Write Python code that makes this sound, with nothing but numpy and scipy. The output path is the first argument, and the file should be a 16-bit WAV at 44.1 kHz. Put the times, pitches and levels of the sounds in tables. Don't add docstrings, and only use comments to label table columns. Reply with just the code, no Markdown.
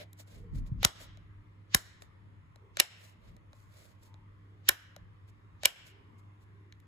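import sys
import numpy as np
from scipy import signal
from scipy.fft import rfft, irfft, next_fast_len
from scipy.io import wavfile
from scipy.ndimage import uniform_filter1d, minimum_filter1d, map_coordinates

SR = 44100
rng = np.random.default_rng(int(sys.argv[2]) if len(sys.argv) > 2 else 0)


def dump_mix(stems):
    frames = np.atleast_2d(stems).T
    limited = np.clip(frames, -1, 1)
    pcm = np.round(limited * 32767).astype(np.int16)
    wavfile.write(sys.argv[1], SR, pcm)


N = 302967


def amp(db):
    return 10 ** (np.asarray(db) / 20)


def unit(x):
    return x / np.sqrt(np.mean(x ** 2) + 1e-20)


def along(points, hz):
    f, v = np.transpose(points)
    return np.interp(np.log(hz + 1), np.log(f + 1), v)


def curve(rows):
    return np.interp(np.arange(N) / SR, *np.transpose(rows))


def wobble(rate_hz, size=N):
    knots = rng.standard_normal(int(N * rate_hz / SR) + 4)
    return map_coordinates(knots, [np.arange(size) * rate_hz / SR])


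def coloured(x, points):
    m = 2 * next_fast_len(x.shape[-1] // 2 + 4096)
    gain_db = along(points, np.fft.rfftfreq(m, 1 / SR))
    cepstrum = irfft(np.log(amp(gain_db)))
    cepstrum[1:m // 2] *= 2
    cepstrum[m // 2 + 1:] = 0
    return irfft(rfft(x, m) * np.exp(rfft(cepstrum)), m)[..., :x.shape[-1]]


# f/Hz, correlation
CORRELATION = [(60, 0.78), (130, 0.62), (300, 0.71), (700, -0.56), (1400, 0.063), (3100, -0.38),
               (4200, 0.049), (6000, -0.25)]


def noise(spectrum, n):
    likeness = np.clip(along(CORRELATION, np.fft.rfftfreq(n, 1 / SR)), -1, 1)
    turn = np.arccos(likeness) / 2
    white = rfft(rng.standard_normal((2, n)))
    mid, side = irfft(white * [np.cos(turn), np.sin(turn)], n)
    return unit(coloured(np.array([mid + side, mid - side]), spectrum))


def add(track, s, sound):
    start = max(round(s * SR), 0)
    part = track[:, start:start + sound.shape[1]]
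    part += sound[:, :part.shape[1]]


def swell(s, length_s):
    rise_over_fall = 0.795
    t = np.arange(N) / SR - s
    width_s = length_s * np.where(t < 0, rise_over_fall, 1)
    return np.exp(-2 * np.minimum((t / width_s) ** 2, 20))


def thud(hz, t60_s, sag, rise_s):
    t = np.arange(SR // 4) / SR
    phase = 2 * np.pi * hz * t60_s / sag * np.log1p(sag * t / t60_s)
    envelope = amp(-60 * t / t60_s) * (1 - np.exp(-(t / rise_s) ** 2))
    return np.sin([phase + 0.37, phase - .35]) * envelope


# f/Hz, relative level/dB
HUM_PARTIALS = [(100, 1.5), (167, -15), (301, -16.5)]
# t/s, level/dB
HUM_LEVEL = [(0.0, -54.5), (1.5, -56), (2.4, -62), (3.8, -61), (4.5, -55), (5.1, -58), (5.4, -62.5),
             (6.3, -56.0), (6.87, -58)]


def hum():
    t = np.arange(N) / SR
    total = np.zeros(N)
    for hz, db in HUM_PARTIALS:
        level_db = db + curve(HUM_LEVEL) + 0.81 * wobble(9)
        total += amp(level_db) * np.sin(2 * np.pi * hz * t + 0.38 * wobble(2.2))
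    return total


# peak t/s, fall length/s, f at peak/Hz, level/dB
DRONE_SWELLS = [(0.412, 0.14, 449, -61.5), (2.652, .1, 410, -69), (4.13, 0.15, 955, -70.5),
                (4.5, 0.2, 402.5, -73.5), (5.38, 0.23, 383, -77), (5.979, .2, 376, -70),
                (6.56, .22, 387.7, -69)]


def drone():
    sag_hz_per_s, knots_per_cycle = 87, .25
    track = np.zeros(N)
    for s, length_s, hz, db in DRONE_SWELLS:
        envelope = swell(s, length_s)
        near = np.flatnonzero(envelope > 1e-3)
        phase = 2 * np.pi * np.cumsum(hz - sag_hz_per_s * (near / SR - s)) / SR
        band = sum(wobble(knots_per_cycle * hz, len(near)) * wave(phase) for wave in (np.sin, np.cos))
        track[near] += amp(db) * envelope[near] * band
    return track


# f/Hz, relative level/dB
AIR_SPECTRUM = [(15, -47.5), (25, -21.5), (70, -11), (102, -2.5), (130, -14), (170, -15), (263, -22.5),
                (394, -25), (754, -32), (1050, -24), (1500, -33), (2050, -30.5), (2600, -38.5), (3400, -41),
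                (4500, -49.5), (7310, -55.5), (11300, -57.5), (16000, -68.5)]


def background():
    z = signal.stft(noise(AIR_SPECTRUM, N), nperseg=1024)[2]
    patches = rng.standard_normal(z.shape[1:])
    patches = uniform_filter1d(patches, size=5, axis=0)
    patches = uniform_filter1d(patches, size=22, axis=1)
    air = signal.istft(z * amp(1.8 * unit(patches)), nperseg=1024)[1][:, :N]
    return hum() + drone() + amp(-61.0 + 0.24 * wobble(7.5)) * air


# f/Hz, t60/s
LATE_T60 = [(150, 1), (700, 0.4), (2000, 0.79), (5000, 0.52), (12000, .28)]
# f/Hz, gain/dB
WALL_GAIN = [(150, -4), (700, 4), (1200, 3), (1900, 0.5), (2500, -3), (3150, 1), (4000, -2.5), (6000, -4.5),
             (12000, -10), (15000, -7.5)]


def room(x, early_db, early_t60_s, late_db):
    gap_s = .0125
    hz, t, z = signal.stft(x, SR, nperseg=256)
    power = np.mean(np.abs(z) ** 2, axis=0)
    age = t[t < .7]

    def decay(t60_s):
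        return amp(-60 * age / t60_s) ** 2 * t[1] * np.log(1e6) / t60_s

    late_t60_s = along(LATE_T60, hz)[:, None]
    answer = amp(early_db) ** 2 * decay(early_t60_s) + amp(late_db) ** 2 * decay(late_t60_s)
    energy = np.abs(signal.fftconvolve(power, answer, axes=1)[:, :len(t)])
    hiss = signal.stft(rng.standard_normal((2, N)), nperseg=256)[2]
    tail = signal.istft(hiss / np.std(hiss) * np.sqrt(energy), nperseg=256)[1]
    wet = np.zeros((2, N))
    add(wet, gap_s, coloured(tail, WALL_GAIN))
    return wet


# peak t/s, fall length/s, level/dB
GRIP_SHIFTS = [(0.403, 0.089, -48), (0.575, 0.12, -36.5), (0.77, 0.12, -39), (1.124, 0.41, -57),
               (3.316, 0.18, -55.5), (4.199, .4, -66.5), (5.023, 0.04, -54)]
# f/Hz, relative level/dB
RUMBLE_SPECTRUM = [(15, -37), (25, -10), (38, 0.5), (70, -7), (102, -9.5), (167, -11), (325, -32),
                   (700, -52), (910, -82), (1540, -120)]
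# t/s, level/dB, initial f/Hz, t60/s, rise/s
CAMERA_BUMPS = [(0.548, -26, 46.7, 0.32, 0.022), (0.594, -26.5, 43, .16, 0.013),
                (0.716, -11.5, 140, 0.045, 0.0074)]


def handling():
    level = sum(amp(db) * swell(s, length_s) for s, length_s, db in GRIP_SHIFTS)
    track = level * noise(RUMBLE_SPECTRUM, N)
    for s, db, hz, t60_s, rise_s in CAMERA_BUMPS:
        add(track, s, amp(db) * thud(hz, t60_s, sag=0.92, rise_s=rise_s))
    return track


# peak t/s, fall length/s, relative hiss/dB, relative plate ring/dB
SKIN_STROKES = [(0.009, 0.035, -61, -47.5), (0.201, 0.033, -55.5, -66.5), (0.28, 0.023, -67, -71),
                (0.35, 0.096, -67, -67.5), (0.566, 0.046, -62, -66.5), (0.672, 0.024, -69, -70.5),
                (1.018, 0.046, -52, -59.5), (2.03, .04, -64.5, -79), (3.038, 0.095, -61, -69.5),
                (3.27, 0.088, -77.5, -70.5), (3.594, 0.095, -69, -84), (3.804, 0.14, -63, -67.5),
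                (4.053, 0.065, -68, -75.5), (5.289, 0.022, -70, -73), (5.877, 0.045, -60, -71),
                (6.19, 0.021, -72, -85.5), (6.422, 0.03, -74, -83)]
# f/Hz, relative level/dB
SKIN_SPECTRUM = [(1000, -1), (2800, -1.5), (4100, 3.5), (5500, 1.5), (7500, 3), (11500, -2.5), (15000, 0.5),
                 (15700, -9), (16300, -30)]
# f/Hz, relative level/dB
PLATE_SPECTRUM = [(250, -7), (450, -3), (620, 8), (850, -15.5), (1500, -9), (1850, -7.5), (2200, -5),
                  (2700, -10.5), (3800, -8.5), (8000, -25.5)]


def fingers():
    stick_db, grain_db = 2, 2
    s, length_s, hiss_db, ring_db = np.transpose(SKIN_STROKES)[:, :, None]
    pressure = swell(s, length_s)
    catching = amp(stick_db * wobble(70))
    hiss_grain = catching * amp(grain_db * wobble(460))
    ring_grain = catching * amp(grain_db * wobble(120))
    hiss = np.sum(amp(hiss_db) * pressure, axis=0) * unit(noise(SKIN_SPECTRUM, N) * hiss_grain)
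    ring = np.sum(amp(ring_db) * pressure, axis=0) * unit(noise(PLATE_SPECTRUM, N) * ring_grain)
    return amp(-2.5) * hiss + amp(3.5) * ring


# f/Hz, nominal width/Hz, relative level/dB
HOUSING_MODES = [(370, 130, -8), (567.2, 84, -10.5), (790, 150, -9), (1050, 56, -17), (1450, 210, -4),
                 (1766, 170, -1), (2020, 160, -6), (2335, 150, -1), (2930, 270, -0.5), (3382, 200, -8),
                 (3786, 170, -2.5), (4048, 200, -3.5), (5250, 310, -2), (5630, 200, -3.5),
                 (6000, 280, -4.5), (7130, 470, -1), (7810, 480, -1.5), (9558, 720, -2), (9880, 240, -4.5),
                 (11830, 400, -1.5), (14000, 600, -1), (14500, 600, -11)]
# f/Hz, lead/rad
PORT_LEAD = [(300, 0.53), (1000, 2), (2000, 1.7), (2900, 1.8), (4000, 0.32), (6000, 0.4)]
# f/Hz, relative level/dB
CRACK_SPECTRUM = [(200, -20.5), (1100, -4.5), (1800, -5), (4000, -1.5), (7500, -3.5), (11500, 3),
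                  (16000, -9)]


def contact(crack_db, crack_t60_s, rise_cycles, damping):
    t = np.arange(SR // 10) / SR
    hz, width_hz, db = np.transpose(HOUSING_MODES)[:, :, None]
    lead = along(PORT_LEAD, hz) + rng.normal(0, .7, hz.shape)
    phase = rng.uniform(0, 2 * np.pi, hz.shape) + np.array([lead, -lead]) / 2
    rise = 1 - np.exp(-t * hz / rise_cycles)
    level = amp(db + rng.standard_normal(hz.shape)) * np.sqrt(width_hz)
    modes = level * rise * np.exp(-np.pi * damping * width_hz * t)
    ring = np.sum(modes * np.sin(2 * np.pi * hz * t + phase), axis=1)
    crack = noise(CRACK_SPECTRUM, len(t)) * amp(-60 * t / crack_t60_s)
    both = unit(ring) + amp(crack_db) * unit(crack)
    return unit(both) * np.sqrt(.002 / t[-1])


# t/s, level/dB
PLAY_TICKS = [(0.8306, -25), (2.7705, -29), (5.6341, -30.5)]
# t/s, level/dB, relative knock/dB, treble/dB
PLATE_TAPS = [(0.131, -54, -22.5, 3.5), (1.173, -56, 16.5, -10), (2.559, -56.5, 21, -8),
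              (3.366, -60.5, 23.5, -3), (3.531, -56, 22.5, -14), (4.142, -57.5, 15, -15.5),
              (6.7242, -49, -11, -20.5), (6.801, -62.5, -2, -3.5)]


def ticks():
    settle_delay_s = .2745
    track = np.zeros((2, N))
    # t/s, level/dB, relative knock/dB, treble/dB
    play = [(s, db, 11, -11.5) for s, db in PLAY_TICKS]
    settling = [(snap[0] + settle_delay_s, -46.5, 18, -7.5) for snap in SNAP_EVENTS[1::2]]
    for s, db, knock_db, treble_db in play + settling + PLATE_TAPS:
        tick = contact(crack_db=-1.5, crack_t60_s=0.011, rise_cycles=0.2, damping=1.0)
        colour = [(350, -2.5), (600, knock_db + 4.5), (850, knock_db - 4), (1600, 3.5), (2900, -2),
                  (4000, 5.5), (5300, -5), (6500, 0.5), (9000, treble_db)]
        add(track, s, amp(db) * coloured(tick, colour))
    return track


# t/s, level/dB, relative wall thump/dB,
# knock/dB, hollow body/dB, plate ring/dB, edge/dB, crack/dB (these five count against their means),
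# bounce delay/s, relative bounce/dB
SNAP_EVENTS = [(0.849, 3.5, -30.5, -28, -27.5, -23.5, -15.5, -17.5, .0014, -8),
               (1.747, -3.5, -29, -30.5, -21, -24.5, -13.5, -10.5, 0.0019, -10.5),
               (2.8, -0.5, -57.5, -35, -28, -18.5, -15.5, -17.5, .0028, -6),
               (4.689, -6, -41.5, -37.5, -21, -24.5, -16, -13, 0.0028, -1),
               (5.6555, -0.5, -49, -33.5, -24, -19.5, -12.5, -14.5, 0.0017, -5)]
COLOUR_HZ = [850, 1700, 2600, 5800, 12000]
# f/Hz, gain/dB
FLING_GAIN = [(300, -4), (1500, -4.5), (2500, -2.5), (4000, -1.5)]
# f/Hz, gain/dB
STOP_GAIN = [(300, 3.5), (1500, 3), (2500, -0.5), (5000, -2), (12000, -5.5)]


def snaps():
    track = np.zeros((2, N))
    t = np.arange(SR // 10) / SR
    usual = np.mean(np.array(SNAP_EVENTS)[:, 3:8], axis=0)
    lead_in_spectrum = [(200, -21), (1000, -12.5), (1800, -4.5), (3100, -0.5), (6500, -8.5), (10000, -31.0)]
    for s, db, thump_db, *colour, bounce_s, bounce_db in SNAP_EVENTS:
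        fling = contact(crack_db=-3.0, crack_t60_s=0.017, rise_cycles=0.71, damping=1.0)
        snap = coloured(fling, FLING_GAIN)
        stop = contact(crack_db=-7.5, crack_t60_s=0.016, rise_cycles=0.95, damping=.75)
        add(snap, bounce_s, amp(bounce_db) * coloured(stop, STOP_GAIN))
        add(track, s, amp(db) * coloured(snap, list(zip(COLOUR_HZ, colour - usual))))
        thump = thud(hz=340.5, t60_s=0.07, sag=22, rise_s=0.00033)
        add(track, s + .002, amp(db + thump_db + 14) * thump)
        growth = (amp(-37.0 - 60 * t / 0.08) + amp(-13.5 - 60 * t / 0.012))[::-1]
        lead_in = noise(lead_in_spectrum, len(t)) * growth
        add(track, s - t[-1], amp(db) * lead_in)
    return track


def scene():
    switch = snaps() + ticks() + fingers()
    reverb = room(switch, early_db=-18.5, early_t60_s=0.14, late_db=-24.5)
    return switch + reverb + handling() + background()


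def shared_treble(x):
    from_hz, lag_s, in_phase_hz = 6400, .000233, 6900
    m = next_fast_len(N + SR // 2)
    hz, z = np.fft.rfftfreq(m, 1 / SR), rfft(x, m)
    half_lag_rad = np.pi * (hz - in_phase_hz) * lag_s
    turn = np.pi / 2 * np.clip((hz - from_hz) / 600 + .5, 0, 1)
    right = np.cos(turn) * z[1] + np.sin(turn) * z[0]
    shift = np.exp(1j * half_lag_rad * np.sin(turn) * [[-1], [1]])
    return irfft(np.array([z[0], right]) * shift, m)[:, :N]


def gain_control(x, top_db, hold_s, release_s):
    level = np.sqrt(np.abs(uniform_filter1d(np.mean(x ** 2, axis=0), size=260)) + 1e-12)
    span = int(hold_s * SR) // 2 * 2 + 1
    held = minimum_filter1d(np.minimum(1, amp(top_db) / level), span, origin=span // 2)
    pole = np.exp(-1 / (release_s * SR))
    recovering = 1 - signal.lfilter([1 - pole], [1, -pole], 1 - held)
    return x * uniform_filter1d(np.minimum(held, recovering), size=90)


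# f/Hz, gain/dB
MIC_GAIN = [(13800, 1), (15300, -5.5), (16300, -18)]


def record(dry):
    top_hz, clip_level = 17000, .92
    x = shared_treble(coloured(dry, MIC_GAIN))
    x = gain_control(x, top_db=-14.0, hold_s=0.1, release_s=.07)
    x = x / (1 + np.abs(x / clip_level) ** 6) ** (1 / 6)
    m = next_fast_len(N + SR // 2)
    edge = np.clip((top_hz - np.fft.rfftfreq(m, 1 / SR)) / 600, 0, 1) ** 2
    return irfft(rfft(x, m) * edge, m)[:, :N]


dry = scene()
out = record(dry)
dump_mix(out)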